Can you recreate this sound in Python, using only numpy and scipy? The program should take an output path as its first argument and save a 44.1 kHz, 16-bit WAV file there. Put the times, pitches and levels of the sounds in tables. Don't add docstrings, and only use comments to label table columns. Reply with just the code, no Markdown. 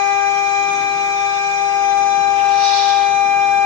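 import sys
import numpy as np
from scipy import signal
from scipy.fft import rfft, irfft
from scipy.io import wavfile

SR = 44100
rng = np.random.default_rng(int(sys.argv[2]) if len(sys.argv) > 2 else 0)


def dump(signal):
    limited = np.clip(np.atleast_2d(signal).T, -1, 1)
    pcm = np.round(limited * 32767).astype(np.int16)
    wavfile.write(sys.argv[1], SR, pcm)


def invert_db(x):
    u = np.asarray(x, float) / 20
    return 10 ** u


N = 160965
T = np.arange(N) / SR
TURN_HZ = 399.26
BEAT_HZ, BEAT_TOP_S = 0.77, 0.87

# pitch_hz, width_hz, left_db, right_db
DRONE_HUMS = [(49, 5, -61, -69), (101.3, 6.4, -61.5, -62), (138.5, 7.1, -55, -65), (167.6, 8.7, -56.5, -56)]
# pitch_hz, level_db (per Hz)
HISS_SPECTRUM = [(25, -12.5), (60, -14), (110, -3), (250, -0.5), (500, -2), (800, -0.5), (1200, -1),
                 (1800, -3.5), (2300, 4), (2800, -7.5), (4900, -9), (5700, -5.5), (6500, -3), (7200, -11.5),
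                 (8000, -24), (9500, -30), (12000, -38.5), (15000, -53.5)]
# pitch_hz, balance_db
HISS_LEFT_OVER_RIGHT = [(60, 3), (200, 5.5), (500, 2.5), (1500, 17), (2500, -8), (4200, -2), (7200, -9),
                        (9000, -11.5), (12000, 1.5)]
# pitch_hz, correlation (0 to 1)
HISS_CORRELATION = [(60, .6), (150, 0.93), (500, 0.78), (1500, 0.69), (4000, 0.18)]
# pitch_hz, left_db, right_db
HISS_TRAVEL = [(300, 0, 1), (1490, -1.4, -2.5), (3500, -2.3, -11.5), (7000, -2, -2.5)]
# turns_above_drive (turning rates), left_db, right_db
DRIVE_TONES = [(0, -57, -46.5), (2, -53.5, -66)]
# eighths (of the turning rate), left_db, right_db
EIGHT_TURN_TONES = [(6, -60.5, -56), (7, -50, -60), (15, -50, -65), (18, -54.5, -58), (22, -62.5, -57),
                    (23, -48.5, -52)]
# start_s, whistling_top_db, low_rush_db, tilt_db (top above the split over top below)
PUFF_COURSE = [(2.3, -44, -41, -8), (2.45, -42, -36, -5), (2.578, -32.5, -35.5, 3), (2.65, -24.5, -33, 4.5),
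               (2.8, -22, -37, -2), (2.89, -25.5, -35, -5.5), (3.0, -28.5, -36, -10),
               (3.09, -36.5, -42, -11), (3.27, -44, -52, -12)]
# pitch_hz, width_hz, level_db (relative), balance_db (left over right)
PUFF_WHISTLES = [(3478, 180, -2.5, 9.5), (3807, 260, 4, 3), (4240, 440, 0, -5.5), (4930, 260, -2, -12),
                 (5550, 360, -3.5, -10), (5906, 210, 0, -5), (8650, 1200, -22, 2), (10600, 700, -36, 0),
                 (4490, 4100, 3.5, -3)]
# pitch_hz, width_hz, level_db (relative), balance_db (left over right)
PUFF_RUSH = [(1000, 810, -5.5, 11.5), (1660, 490, -8, 7.5), (2685, 800, -3, -8.5)]
# start_s, length_s, fizz_db
GLITCH_TIMES = [(0.705, 0.04, -50), (1.966, 0.04, -50)]
# multiple (of the turning rate), left_early_db, left_late_db, right_early_db,
# right_late_db, left_lead_rad, smear_left_db, smear_right_db
CLEAN_MULTIPLES = [(1,-36,-39.5,-35.5,-36.5,0.39,-53,-54.5), (3,-34.5,-33,-28.5,-33,.5,-45,-47.5),
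                   (4,-31,-30.5,-36.5,-38.5,2.5,-41,-39.5), (5,-54,-44.5,-39.5,-59.5,1.5,-44,-50),
                   (7,-64.5,-58,-54,-57,1.5,-54,-50.5), (8,-56.5,-52.5,-51.5,-53.5,2,-51,-52.5),
                   (9,-48,-45,-43.5,-45,4,-52,-45.5), (10,-59,-44.5,-44.5,-50,4.5,-44,-43.5),
                   (13,-60,-60.5,-54.5,-53.5,2.5,-55,-52), (14,-57,-60,-55.5,-66.5,0.5,-46.5,-45.5),
                   (15,-54,-51.5,-53.5,-45.5,-3.5,-55.5,-43), (16,-57,-60.5,-53,-64.5,3,-53.5,-46.5)]
# start_s, second_left_db, second_right_db,
# sixth_left_db, sixth_right_db, sixth_left_lead_rad
LOUDEST_COURSE = [(0, -13.5, -30.5, -27, -27, 2.08), (.6, -15, -40.5, -25, -26, 2.02),
                  (1.05, -17, -28.5, -25, -26, 2.4), (1.5, -16.5, -30, -26.5, -25, 2.5),
                  (1.85, -13, -24.5, -28.5, -31.5, 2.3), (2.35, -12, -25.5, -28.5, -33.5, 1.72),
                  (2.9, -12, -25, -31, -31, 0.82), (3.3, -12, -24.5, -28.5, -24.5, 1.3),
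                  (3.65, -11.5, -21.5, -27.5, -23, 1.2)]
# multiple (of the turning rate), left_db, right_db
LOUDEST_SMEAR = [(2, -36.5, -46), (6, -42.5, -38)]
# multiple (of the turning rate), left_db, right_db
SMEARED_MULTIPLES = [(11,-57.5,-58), (12,-61.5,-57.5), (17,-65.5,-46), (18,-75,-50), (19,-70.5,-56.5),
                     (20,-73.5,-60), (28,-78.5,-74)]
# multiple (of the turning rate), middle_swell_db, start_to_end_db
UPPER_CHANGES = [(13, -5, 0), (14, 3, -3), (15, 7, -2), (16, 0, -6), (17, 1, -7)]


def unit(x):
    return x / np.sqrt(np.mean(np.abs(x) ** 2))


def wobble(hz):
    n = N // 64 + 2
    f = np.fft.fftfreq(n, 64 / SR)
    white = rng.standard_normal(n) + 1j * rng.standard_normal(n)
    slow = unit(np.fft.ifft(white / (1 + (f / hz) ** 2)))
    at = np.arange(N) / 64
    return np.interp(at, np.arange(n), slow.real) + 1j * np.interp(at, np.arange(n), slow.imag)


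def wobble_pair(hz):
    return np.array([wobble(hz) for _ in range(2)])


def tone(hz, envelope):
    return np.sqrt(2) * (envelope * np.exp(2j * np.pi * (hz * T + rng.random()))).real


def on_log_axis(rows, hz):
    rows = np.array(rows, float)
    return np.interp(np.log(hz + 1), np.log(rows[:, 0]), rows[:, 1])


def slow_beat():
    return np.cos(2 * np.pi * BEAT_HZ * (T - BEAT_TOP_S))


def workshop_drone():
    out = 0
    for hz, width, left, right in DRONE_HUMS:
        envelope = wobble(width / 2) + 0.33 * wobble_pair(width / 2)
        out = out + tone(hz, invert_db([[left], [right]]) * envelope)
    return out


def chip_and_air_hiss():
    level_db, chop_depth = -36.5, 0.1
    flicker_db, flicker_hz, rumble_beat_db = 1.0, 4.8, 3.5
    hz = np.fft.rfftfreq(N, 1 / SR)
    alike = np.clip(on_log_axis(HISS_CORRELATION, hz), 0, 0.99)
    chop = 1 + chop_depth * np.cos(2 * np.pi * TURN_HZ * T)
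    mid, side = (rfft(chop * rng.standard_normal(N)) for _ in range(2))
    sign = np.array([[1], [-1]])
    pair = np.sqrt(1 + alike) * mid + sign * np.sqrt(1 - alike) * side
    balance_db = sign * on_log_axis(HISS_LEFT_OVER_RIGHT, hz) / 2
    spectrum = pair * invert_db(on_log_axis(HISS_SPECTRUM, hz) + balance_db)
    out, travel = 0, np.array(HISS_TRAVEL, float)
    for octave in range(5, 15):
        part = np.cos(np.pi / 2 * np.clip(np.log2(hz + 1) - octave, -1, 1)) ** 2
        change = [[np.interp(octave, np.log2(travel[:, 0]), travel[:, c])] for c in (1, 2)]
        gain_db = np.array(change) * (T / T[-1] - 0.5) + flicker_db * wobble(flicker_hz).real
        if octave < 9:
            gain_db = gain_db + rumble_beat_db * slow_beat()
        out = out + irfft(spectrum * part, N) * invert_db(gain_db)
    return unit(out) * invert_db(level_db)


def motor_drive():
    drive_hz, rise_db, rise_s, fall_s = 4986, 6, 1.0, 2.45
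    window = (np.tanh((T - rise_s) / 0.21) - np.tanh((T - fall_s) / 0.1) - 1) / 2
    out = 0
    for turns, left, right in DRIVE_TONES:
        envelope = invert_db([[left], [right]] + rise_db * window) * (1 + 0.19 * wobble(3.3))
        out = out + tone(drive_hz + turns * TURN_HZ, envelope * [[1], [-1j]])
    return out


def eight_turn_pattern():
    beat_depth = 0.53
    late_db, late_s, late_span_s = 10, 2.7, 0.3
    out = 0
    for k, left, right in EIGHT_TURN_TONES:
        beat = 1 + (k < 8) * beat_depth * slow_beat()
        late = invert_db((k == 18) * late_db * np.exp(-((T - late_s) / late_span_s) ** 2))
        envelope = invert_db([[left], [right]]) * beat * late * (1 + 0.19 * wobble(3.9))
        out = out + tone(k * TURN_HZ / 8, envelope)
    return out


def puff():
    split_hz, edge_hz = 3600, 7500
    grain_db, grain_hz = 2.5, 14.0
    hz, rows, out = np.fft.rfftfreq(N, 1 / SR), np.array(PUFF_COURSE, float), 0
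    fade = np.clip(np.minimum(T - rows[0, 0], rows[-1, 0] - T) / 0.091, 0, 1)
    upper = 1 / (1 + (split_hz / (hz + 1)) ** 12)
    edge = 1 / (1 + (hz / edge_hz) ** 14)
    tilt = invert_db(np.interp(T, rows[:, 0], rows[:, 3]) / 2)
    for column, peaks in ((1, PUFF_WHISTLES), (2, PUFF_RUSH)):
        above, below = 0, 0
        for f, width, db, balance in peaks:
            power = 1 / width / (1 + (2 * (hz - f) / width) ** 2) ** 3
            if f < edge_hz:
                power = power * edge
            noise = 0.22 * rng.standard_normal(N) + rng.standard_normal((2, N))
            spectrum = rfft(noise) * np.sqrt(power)
            pair_db = [[db + balance / 2], [db - balance / 2]]
            gain = invert_db(pair_db + grain_db * wobble(grain_hz).real)
            above = above + gain * irfft(spectrum * upper, N)
            below = below + gain * irfft(spectrum * (1 - upper), N)
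        rms = np.sqrt(np.mean((above + below) ** 2))
        air = above * tilt + below / tilt if column == 1 else above + below
        out = out + air / rms * invert_db(np.interp(T, rows[:, 0], rows[:, column])) * fade
    return out


def left_channel_glitches():
    gate, fizz = 0, 0
    hz = np.fft.rfftfreq(N, 1 / SR)
    band = 1 / (1 + (8000 / (hz + 1)) ** 12) / (1 + (hz / 9500) ** 6)
    noise = unit(irfft(rfft(rng.standard_normal(N)) * band, N))
    for start, length, db in GLITCH_TIMES:
        gate = gate + np.clip(np.minimum(T - start, start + length - T) / 0.0059 + 0.5, 0, 1)
        swell = np.sin(np.pi * np.clip((T - start) / length, 0, 1)) ** 0.5
        fizz = fizz + swell * invert_db(db) * noise
    return gate, fizz * [[1], [0]]


def smear(k):
    width_hz, alike = 8.4 + 1.77 * k, 0.3
    patch_db, patch_hz = 3, 3.2
    both = wobble(width_hz)
    patch = invert_db(patch_db * wobble(patch_hz).real)
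    return patch * (np.sqrt(alike) * both + np.sqrt(1 - alike) * wobble_pair(width_hz))


def upper_travel(k):
    middle_s, span_s = 2.2, 0.84
    rows = np.array(UPPER_CHANGES, float)
    middle, change = (np.interp(k, rows[:, 0], rows[:, c], 0, 0) for c in (1, 2))
    swell = np.exp(-((T - middle_s) / span_s) ** 2) - 0.5
    return invert_db(middle * swell + change * (T / T[-1] - 0.5))


def whine(k, db, waver_share, lead, smear_db, glitch_gate):
    waver = 1 + waver_share * wobble_pair(1.9)
    if k == 6:
        waver[0] = waver[0] * (1 - 2 * glitch_gate)
    envelope = invert_db(db) * waver + invert_db(smear_db) * smear(k)
    left_lead = np.exp(1j * lead * np.array([[1], [0]]))
    return tone(k * TURN_HZ, envelope * upper_travel(k) * left_lead)


def spindle(glitch_gate):
    travel = np.clip(T / T[-1] * 1.91 - 0.3, -0.3, 1.3)
    out = 0
    for k, l0, l1, r0, r1, lead, smear_l, smear_r in CLEAN_MULTIPLES:
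        db = [l0 + (l1 - l0) * travel, r0 + (r1 - r0) * travel]
        out = out + whine(k, db, 0.048 * k, lead, [[smear_l], [smear_r]], glitch_gate)

    course = np.array(LOUDEST_COURSE, float)
    second_lead = -1.5 + (-1.15 + 1.5) * travel
    sixth_lead = np.interp(T, course[:, 0], course[:, 5])
    leads = second_lead, sixth_lead
    for i, (k, smear_l, smear_r) in enumerate(LOUDEST_SMEAR):
        db = [np.interp(T, course[:, 0], course[:, 1 + 2 * i + c]) for c in range(2)]
        out = out + whine(k, db, 0.067, leads[i], [[smear_l], [smear_r]], glitch_gate)

    faint = [(k, -67.5 - 1.4 * (k - 21), -67.5 - 1.4 * (k - 21)) for k in range(21, 39)]
    for k, left, right in [*SMEARED_MULTIPLES, *faint]:
        out = out + tone(k * TURN_HZ, invert_db([[left], [right]]) * smear(k) * upper_travel(k))
    return out


def scene():
    glitch_gate, fizz = left_channel_glitches()
    background = workshop_drone() + chip_and_air_hiss()
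    machine = motor_drive() + eight_turn_pattern() + puff()
    return background + machine + fizz + spindle(glitch_gate)


def low_pass(x):
    return signal.sosfilt(signal.butter(12, 15480, fs=SR, output="sos"), x)


def record(dry):
    return low_pass(dry)


dry = scene()
out = record(dry)
dump(out)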